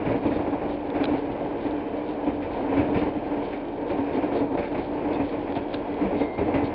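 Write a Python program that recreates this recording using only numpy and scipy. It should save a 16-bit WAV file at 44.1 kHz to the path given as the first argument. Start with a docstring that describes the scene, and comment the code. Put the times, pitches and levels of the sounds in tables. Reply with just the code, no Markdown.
"""Train on a steel bridge, inside a carriage

Wheel roar and rail hiss are filtered noise with a shared load flutter; a low hum swells with the shaking.
Blows at rail joints and dents excite body, running gear and floor; some set a single wall panel droning.
Loose fittings buzz rhythmically and rasp in bursts (filtered random impacts); close parts snap and tick.
Wheels ring faintly and one sings briefly near the end (wavering sines)."""
import sys
import numpy as np
from scipy import signal
from scipy.fft import rfft, irfft
from scipy.io import wavfile

SR = 44100
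rng = np.random.default_rng(int(sys.argv[2]) if len(sys.argv) > 2 else 0)


def transcribe(u):
    """Save the signal u as a 16-bit wav file named by the first command-line argument.

    u: samples, shape (n,) or (channels, n), limited to [-1, 1]; the rate is SR.
    q: integer samples, one column per channel.
    """
    v = np.clip(np.atleast_2d(u).T, -1, 1)
    q = np.round(v * 32767).astype(np.int16)
    wavfile.write(sys.argv[1], SR, q)


N = 297234
TIME_S = np.arange(N) / SR

CUTOFF_HZ = 5300
CONTACT_S = 0.016  # pounding time of each blow
SHAKE_S = 0.024  # decay constant of the shaking
SWAY_FIRST_S, SWAY_PERIOD_S, SWAY_WIDTH_S = 0.27, 0.456, 0.028  # width: standard deviation of a buzz

# Wheels on rails, levels before trim: (time [s], wheel roar [dB], rail hiss [dB])
ROLLING_LEVELS = [(0, -28.5, -46.5), (0.2, -28.5, -50), (0.4, -27.5, -47), (0.8, -28, -47.5),
                  (1.15, -27.0, -46), (1.45, -27.5, -47), (1.75, -28, -46.5), (2.15, -28, -48.5),
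                  (2.65, -27.5, -46.5), (2.78, -26.5, -44), (2.87, -28.5, -48), (2.99, -28.5, -40),
                  (3.2, -27.5, -47), (3.55, -28.5, -46.5), (3.75, -28.5, -49.5), (4.15, -26.5, -44.5),
                  (4.38, -28, -46.5), (4.5, -28, -54.5), (4.68, -29.5, -46.5), (4.9, -28, -49.5),
                  (5.2, -26.5, -44), (5.4, -29.5, -47.5), (5.68, -28.5, -48), (5.9, -29, -48),
                  (6.15, -25, -45), (6.32, -30, -53), (6.6, -24, -46.5), (6.74, -30.5, -48)]
# Wheels on joints and dents: (time [s], panel thump [dB], body boom [dB], gear clank [dB], floor shudder [dB])
JOINT_BLOWS = [(0.052, -43, -22, -41.5, -30), (0.086, -29.5, -25.5, -45, -41),
               (0.108, -33.5, -36, -43.5, -35.5), (0.138, -31.5, -23.5, -47, -36),
               (0.222, -33.5, -37, -46.5, -37), (0.249, -27, -21.5, -45, -36), (0.271, -40, -21, -50, -40),
               (0.306, -29.5, -23.5, -45, -37), (0.352, -31.5, -27, -49, -33.5),
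               (0.385, -28, -34, -53, -39), (0.462, -30.5, -26, -49, -40), (0.52, -30, -23, -58, -47),
               (0.612, -32, -30, -55, -43.5), (0.69, -35, -54, -58, -45),
               (0.946, -30.5, -20.5, -43.5, -40.5), (0.998, -28.5, -20, -43.5, -45.5),
               (1.074, -30, -29, -46.5, -38), (1.108, -30.5, -22, -51, -39),
               (1.132, -28.5, -22.5, -45, -47), (1.247, -41, -33, -58, -51),
               (1.291, -37.5, -36, -54.5, -43.5), (1.392, -40, -38, -58, -46), (1.436, -44, -33, -60, -43),
               (1.648, -30.5, -22, -48, -41), (1.733, -47.5, -31, -55, -46), (1.855, -46, -31.5, -55, -51),
               (1.93, -39, -27.5, -53, -49), (2.087, -38, -25.5, -53, -46.5),
               (2.262, -29.5, -22.5, -46, -38.5), (2.42, -41.5, -31, -45.5, -41.5),
               (2.684, -35.5, -22, -50.5, -43.5), (2.723, -27.5, -23, -44, -37),
               (2.767, -33.5, -18.5, -39.5, -31.5), (2.788, -35, -18.5, -41.5, -31.5),
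               (2.882, -28.5, -21.5, -60.5, -35), (2.914, -32, -22.5, -52.5, -38.5),
               (2.942, -30.5, -35, -38.5, -27), (2.963, -27.5, -26, -41, -50),
               (3.012, -27, -20.5, -45, -33.5), (3.06, -29.5, -22.5, -49, -38),
               (3.146, -37.5, -26.5, -52, -37), (3.31, -35, -27, -53, -49.5), (3.368, -31, -25.5, -52, -50),
               (3.525, -42, -52, -44.5, -49.5), (3.897, -30, -29, -44, -52),
               (3.978, -28.5, -21, -52.5, -50), (4.064, -41, -29.5, -49, -53),
               (4.138, -34, -23, -50, -50.5), (4.169, -27.5, -21.5, -55, -50),
               (4.224, -30.5, -19, -45, -45), (4.315, -28.5, -23, -47.5, -49.5),
               (4.35, -27.5, -24.5, -53, -46), (4.4, -29.5, -20, -48.5, -40), (4.512, -36, -26.5, -54, -46),
               (4.538, -29, -30, -57, -44), (4.572, -27, -36, -40.5, -34.5), (4.625, -32.5, -37, -43, -43),
               (4.711, -35, -33, -53, -50), (4.742, -32.5, -32, -43.5, -46),
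               (4.772, -29, -24, -45.5, -41.5), (4.947, -36, -28, -56.0, -50),
               (5.043, -46, -29, -54.5, -48), (5.103, -34, -31.5, -47.5, -54.5),
               (5.192, -30, -20, -45.5, -35.5), (5.321, -33, -25.5, -47, -44),
               (5.371, -41, -29, -59.5, -48), (5.411, -36.5, -33, -60, -48), (5.466, -47, -40, -48.5, -54),
               (5.49, -33, -27, -56, -50), (5.555, -30.5, -30.5, -44, -38), (5.728, -34, -31, -55.5, -48),
               (6.007, -37.5, -21, -46, -41), (6.04, -30.5, -41.5, -49.5, -42.5),
               (6.11, -34.5, -39, -52.5, -38.5), (6.14, -39, -31, -47.5, -45.5),
               (6.202, -27.5, -19, -46.5, -38), (6.376, -26, -39, -43.5, -31.5),
               (6.405, -31.5, -35, -44.5, -33), (6.475, -29.5, -25, -47.5, -37),
               (6.538, -30, -19.5, -37.5, -29.5), (6.575, -38, -33, -53, -43), (6.62, -46, -21, -50, -31)]
# Panels caught by a blow: (time [s], pounding time [s], pitch [Hz], level [dB])
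PANEL_DRONES = [(3.9, 0.069, 711, -38.5), (4.32, 0.065, 452, -31), (4.54, 0.025, 595, -32),
                (4.575, 0.06, 558.5, -32), (5.315, 0.023, 460, -31.5), (6.018, 0.049, 196.6, -27.5),
                (6.04, 0.028, 428, -28.5), (6.11, 0.052, 418.4, -26.5), (6.2, 0.015, 455, -24.5),
                (6.385, 0.046, 401.6, -28.5), (6.39, 0.037, 203, -28.5), (6.535, 0.019, 600, -28)]
# Close snaps and ticks: (time [s], peak level [dB], reference pitch [Hz])
SNAP_EVENTS = [(0.9028, -30, 3700), (1.0364, -29, 3300), (1.0418, -17, 3500), (1.0426, -24.5, 4370),
               (1.049, -33, 3900), (1.0544, -24, 4020), (1.0557, -22, 4000), (1.71, -35, 3700),
               (4.352, -35, 3700), (4.367, -33, 3900), (4.784, -42, 3700), (5.133, -30, 3500),
               (5.524, -32, 3400), (5.557, -34, 3650), (5.5653, -36, 3620), (5.575, -35, 3600),
               (5.7305, -32, 3480), (5.7356, -31, 3200), (5.74, -26, 3680), (5.7425, -23, 4110),
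               (5.745, -21, 3640), (5.7487, -31, 3900), (5.9426, -34, 3600)]
# Bursts of a loose fitting: (time [s], length [s], level before resonance [dB])
RASP_BURSTS = [(0.33, 0.05, -54.5), (2.543, 0.14, -64), (3.528, 0.046, -60), (4.117, 0.072, -55),
               (4.348, 0.06, -53), (4.577, 0.04, -53), (4.62, 0.11, -61), (5.122, 0.047, -53),
               (5.277, .03, -57), (5.546, .035, -48.5), (6.16, 0.095, -54), (6.63, 0.05, -52)]
# Single wheel modes: (time [s], length [s], mean pitch [Hz], level before waver [dB])
WHEEL_RINGS = [(0, 6.2, 1564, -64), (1.044, 3.1, 3086, -66.5), (5.0, 1.6, 3310, -67),
               (5.099, 0.15, 2575, -52.5), (4.553, 1.7, 4580, -81.5), (5.703, 1.04, 2007, -57.5),
               (6.173, 0.23, 3740, -69.5), (6.168, 0.36, 4350, -75.5), (6.53, .12, 2010, -47.5)]
# Singing wheel, before waver: (time [s], level [dB], pitch [Hz])
SQUEAL_CURVE = [(6.0, -83, 2105), (6.16, -54, 2128), (6.195, -60, 2116), (6.215, -43.5, 2111),
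                (6.28, -49, 2119), (6.41, -48.5, 2115), (6.45, -58, 2130), (6.48, -54, 2137),
                (6.58, -53, 2112), (6.74, -59, 2105)]

# Carriage body spectrum: (frequency [Hz], relative level [dB])
BODY_SPECTRUM = [(20, -33.5), (56, -6), (96, -4.5), (165, -6), (225, -1.5), (380, -0.5), (475, 5),
                 (535, -2), (620, 0.5), (675, -1.5), (880, -2.5), (1000, -7), (1230, -19), (1800, -24.5),
                 (3000, -60), (6000, -81)]
# Rail hiss spectrum: (frequency [Hz], relative level [dB])
STEEL_SPECTRUM = [(300, -35), (1250, -7), (1560, -1), (1900, -2.5), (2400, -3), (2900, -8), (3500, -19),
                  (4400, -33.5), (5500, -24.5)]
# Running gear spectrum: (frequency [Hz], relative level [dB])
CLANK_SPECTRUM = [(300, -31), (1250, -2.5), (1600, -1), (2000, -1), (2600, -2), (3000, -12.5),
                  (3600, -16.5), (4400, -27.5), (5500, -31)]
# Floor spectrum: (frequency [Hz], relative level [dB])
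FLOOR_SPECTRUM = [(20, -33.5), (46, -10.5), (92, -1), (160, -4), (230, 1.5), (400, -31.5), (2000, -89.5)]
# Loose fittings spectrum: (frequency [Hz], relative level [dB])
FITTING_SPECTRUM = [(1000, -29.5), (2600, -7), (3200, -6.5), (3650, -7.5), (4020, -11.5), (4400, -12),
                    (4900, -28), (5300, -21), (5900, -46)]
# Snapping part spectrum: (frequency [Hz], relative level [dB])
SNAP_SPECTRUM = [(400, -22.5), (1400, 1.5), (2500, -3), (3450, -2), (4200, -1.5), (4950, -13), (5600, -22)]

# Carriage body resonances: (frequency [Hz], width [Hz], level over spectrum [dB])
BODY_RESONANCES = [(293.3, 13.2, 15), (345.5, 22, 6.5), (227, 13, -3.5), (420.7, 33, -2.5),
                   (559.7, 26, 4.5), (709, 26, 0.5), (886, 36, -4)]
# Wheel and running gear resonances: (frequency [Hz], width [Hz], level over spectrum [dB])
STEEL_RESONANCES = [(1597, 48, -2), (2080, 24, -3.5), (2290, 140, 1.5), (2420, 40, -1), (2540, 21, -2.5),
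                    (2930, 20, 0.5)]
# Loose fittings resonances: (frequency [Hz], width [Hz], level over spectrum [dB])
FITTING_RESONANCES = [(2540, 33, 5), (3110, 77, 7.5), (3230, 23, 8), (3370, 20, 7.5), (3520, 46, 6),
                      (3680, 22, 8), (3800, 20, 9.5), (4130, 24, 8), (4390, 28, 5.5), (4500, 33, 5.5),
                      (4635, 26, 8.5), (4640, 44, 5.5)]
# Rasping fitting resonances: (frequency [Hz], width [Hz], level over spectrum [dB])
RASP_RESONANCES = [(3230, 50, 10), (3550, 45, 13), (3710, 50, 12.5), (4300, 50, 12.5), (4460, 45, 12.5),
                   (4750, 50, 12)]
# Snapping part resonances: (ratio to reference pitch [1], width [Hz], level over spectrum [dB])
SNAP_RESONANCES = [(0.96, 300, 12.5), (0.71, 300, 12), (0.4, 280, 10)]


def gain_of(db):
    """Decibels to amplitude."""
    return 10 ** (np.asarray(db) / 20)


def evened(x):
    """Scales to rms 1."""
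    return x / np.sqrt(np.mean(x ** 2) + 1e-20)


def follow(rows, axis):
    """One table column interpolated at every sample."""
    columns = np.transpose(rows)
    return np.interp(TIME_S, columns[0], columns[axis])


def add(mix, start_s, sound):
    """Mixes a sound in, cut off at the end of the mix."""
    part = mix[round(start_s * SR):][:len(sound)]
    part += sound[:len(part)]


def wander(cutoff_hz):
    """Low-passed noise of rms 1."""
    f_hz = np.fft.rfftfreq(N, 1 / SR)
    spectrum = rfft(rng.standard_normal(N)) / (1 + (f_hz / cutoff_hz) ** 4)
    return evened(irfft(spectrum, N))


def fading(t_s, t60_s):
    """Exponential decay by 60 dB in t60_s, starting when t_s passes 0."""
    return np.exp(-np.log(1000) * np.maximum(t_s, 0) / t60_s)


def response(spectrum, modes=(), size=16384):
    """Minimum-phase impulse response of energy 1: broad spectrum plus the power of its resonances."""
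    f_hz = abs(np.fft.fftfreq(size, 1 / SR))
    points_hz, points_db = np.transpose(spectrum)
    gain = gain_of(np.interp(np.log(f_hz + 1), np.log(points_hz), points_db))
    power = 1
    for hz, width_hz, over_db in modes:
        power = power + gain_of(over_db) ** 2 / (1 + (2 * (f_hz - hz) / width_hz) ** 2)
    log_gain = np.log(gain * np.sqrt(power))
    minimum_phase = np.exp(signal.hilbert(log_gain).conj())
    ring = np.fft.ifft(minimum_phase).real[:size // 2]
    return ring / np.linalg.norm(ring)


def through(force, ring):
    """Force convolved with a structure's impulse response."""
    return signal.fftconvolve(force, ring)[:len(force)]


def grains(per_s, spread_db):
    """Random tiny impacts of uneven size and either sign, rms 1."""
    size = gain_of(spread_db * np.minimum(rng.exponential(1, N), 4))
    sign = rng.choice([-1, 1], N)
    struck = rng.random(N) < per_s / SR
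    return evened(size * sign * struck)


def tone(level, hz, drift_hz, drift_rate_hz, waver_db):
    """Sine wavering in pitch and level; drift_hz and waver_db are rms."""
    turns = np.cumsum(hz + drift_hz * wander(drift_rate_hz)) / SR
    waver = gain_of(waver_db * wander(drift_rate_hz))
    return np.sqrt(2) * np.sin(2 * np.pi * turns) * level * waver


def blow(ring, rise, t60_s, kick):
    """Kick plus swelling, dying contact judder through a structure; rms 1 over the first 40 ms."""
    t_s = np.arange(SR // 3) / SR
    swell = 1 - np.exp(-t_s / (rise * CONTACT_S))
    judder = rng.standard_normal(len(t_s)) * swell * fading(t_s - CONTACT_S, t60_s)
    force = judder / np.linalg.norm(judder)
    force[0] += kick
    sound = through(force, ring)
    return sound / np.sqrt(np.mean(sound[:SR // 25] ** 2))


def boom(length_s, hz=288, spread=0.03, rise=0.73, t60_s=0.098):
    """One panel mode swells during the pounding, then rings out; rms 1 at its height."""
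    t_s = np.arange(SR // 3) / SR
    swell = (1 - np.exp(-t_s / (rise * length_s))) * fading(t_s - length_s, t60_s)
    pitch_hz = hz * (1 + spread * rng.standard_normal())  # slightly different patch of panel each time
    wave = np.sin(2 * np.pi * (pitch_hz * t_s + rng.random()))
    return np.sqrt(2) * swell / swell.max() * wave


def shaking(axis):
    """Carriage shaking: each blow adds energy from one of its columns, which soon dies away."""
    power, t_s = np.zeros(N), np.arange(SR) / SR
    settle = (1 - np.exp(-t_s / CONTACT_S)) * np.exp(-t_s / SHAKE_S)
    for row in JOINT_BLOWS:
        add(power, row[0], (gain_of(row[axis]) * settle) ** 2)
    return np.sqrt(power)


def hum(shake, steady_db=-52.5, shaken_db=-6.0):
    """Low carriage hum that swells with the shaking."""
    level = np.hypot(gain_of(steady_db), gain_of(shaken_db) * shake)
    return tone(level, hz=37.5, drift_hz=2.9, drift_rate_hz=2.8, waver_db=1.5)


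def rolling(roar_trim_db=-1.46, hiss_trim_db=-2.0, flutter_db=1.2, grit_db=0.4):
    """Rough wheels on rough rails: fluttering contact load moves roar and hiss together."""
    load_db = flutter_db * wander(3.6)
    roar = through(rng.standard_normal(N), response(BODY_SPECTRUM, BODY_RESONANCES))
    roar_db = follow(ROLLING_LEVELS, axis=1) + roar_trim_db + load_db
    hiss = through(grains(per_s=4000, spread_db=0), response(STEEL_SPECTRUM, STEEL_RESONANCES))
    hiss_db = follow(ROLLING_LEVELS, axis=2) + hiss_trim_db + load_db + grit_db * wander(70)
    return roar * gain_of(roar_db) + hiss * gain_of(hiss_db)


def ringing(drift_hz=9, waver_db=1.5):
    """Rubbing on the rail keeps single wheel modes sounding for a while."""
    out, unrest = np.zeros(N), wander(25.1)
    for start_s, length_s, hz, db in WHEEL_RINGS:
        rub = np.roll(unrest, rng.integers(N))[:round(length_s * SR)]
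        turns = np.cumsum(hz + drift_hz * rub[::-1]) / SR  # reversed, so pitch and level differ
        line = np.sqrt(2) * np.sin(2 * np.pi * turns) * gain_of(db + waver_db * rub)
        add(out, start_s, line * signal.windows.tukey(len(rub), 0.5))
    return out


def squeal():
    """Singing wheel: one wavering sine along a pitch and level curve."""
    level, hz = gain_of(follow(SQUEAL_CURVE, axis=1)), follow(SQUEAL_CURVE, axis=2)
    return tone(level, hz, drift_hz=9.5, drift_rate_hz=50, waver_db=2.0)


def chatter(shake, steady_db=-62.0, buzz_db=-58.5, shaken_db=-29.0, bounce_db=1.0):
    """Loose window and wall fittings tick faintly, and buzz at each sway and after blows."""
    phase = ((TIME_S - SWAY_FIRST_S) / SWAY_PERIOD_S + 0.5) % 1
    offset_s = (phase - 0.5) * SWAY_PERIOD_S  # from the nearest sway
    buzz = gain_of(buzz_db) * np.exp(-0.5 * (offset_s / SWAY_WIDTH_S) ** 2)
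    level = gain_of(steady_db) + np.hypot(buzz, gain_of(shaken_db) * shake)
    ticks = evened(grains(per_s=3000, spread_db=5.0) * gain_of(bounce_db * wander(90)))
    return level * through(ticks, response(FITTING_SPECTRUM, FITTING_RESONANCES))


def rasps():
    """One small metal fitting rattles in bursts and rings at its own thin pitches."""
    level = np.zeros(N)
    for start_s, length_s, db in RASP_BURSTS:
        add(level, start_s, gain_of(db) * signal.windows.tukey(round(length_s * SR), 0.6))
    impacts = level * grains(per_s=1500, spread_db=4.0)
    return through(impacts, response(FITTING_SPECTRUM, RASP_RESONANCES))


def panels():
    """Some blows catch a single wall panel, which drones briefly at its own pitch."""
    out = np.zeros(N)
    for start_s, length_s, hz, db in PANEL_DRONES:
        add(out, start_s, gain_of(db) * boom(length_s, hz, spread=0.008, rise=0.71, t60_s=0.11))
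    return out


def snaps(scrape=0.06, t60_s=0.012):
    """Dry, close snaps: an impulse and a tiny scrape excite three brief resonances."""
    out, t_s = np.zeros(N), np.arange(SR // 40) / SR
    for start_s, peak_db, hz in SNAP_EVENTS:
        force = scrape * rng.standard_normal(len(t_s)) * fading(t_s, t60_s)
        force[0] = 2
        modes = [(ratio * hz, width_hz, over_db) for ratio, width_hz, over_db in SNAP_RESONANCES]
        sound = through(force, response(SNAP_SPECTRUM, modes, size=2048))
        add(out, start_s, gain_of(peak_db) * sound / abs(sound).max())
    return out


def joints():
    """Wheels hitting joints and dents ring body panels, main body mode, running gear and floor."""
    body = response(BODY_SPECTRUM, BODY_RESONANCES[1:])  # boom() supplies the main mode
    gear = response(CLANK_SPECTRUM, STEEL_RESONANCES)
    floor = response(FLOOR_SPECTRUM)
    out = np.zeros(N)
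    for start_s, thump_db, boom_db, clank_db, shudder_db in JOINT_BLOWS:
        add(out, start_s, gain_of(thump_db) * blow(body, rise=0.12, t60_s=0.19, kick=0.064))
        add(out, start_s, gain_of(boom_db) * boom(CONTACT_S))
        add(out, start_s, gain_of(clank_db) * blow(gear, rise=0.14, t60_s=0.29, kick=0.05))
        add(out, start_s, gain_of(shudder_db) * blow(floor, rise=0.36, t60_s=0.25, kick=0.067))
    return out


def scene():
    """Sum of all sources, one channel."""
    wheels = squeal() + rolling() + joints() + ringing()
    carriage = panels() + rasps() + chatter(shaking(axis=1)) + hum(shaking(axis=4))
    return (wheels + carriage + snaps())[None]


def record(dry):
    """Narrow-band microphone: linear-phase low-pass."""
    lowpass = signal.firwin(301, CUTOFF_HZ, window=("kaiser", 8), fs=SR)
    return signal.oaconvolve(dry, lowpass[None], "same")


dry = scene()
out = record(dry)
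transcribe(out)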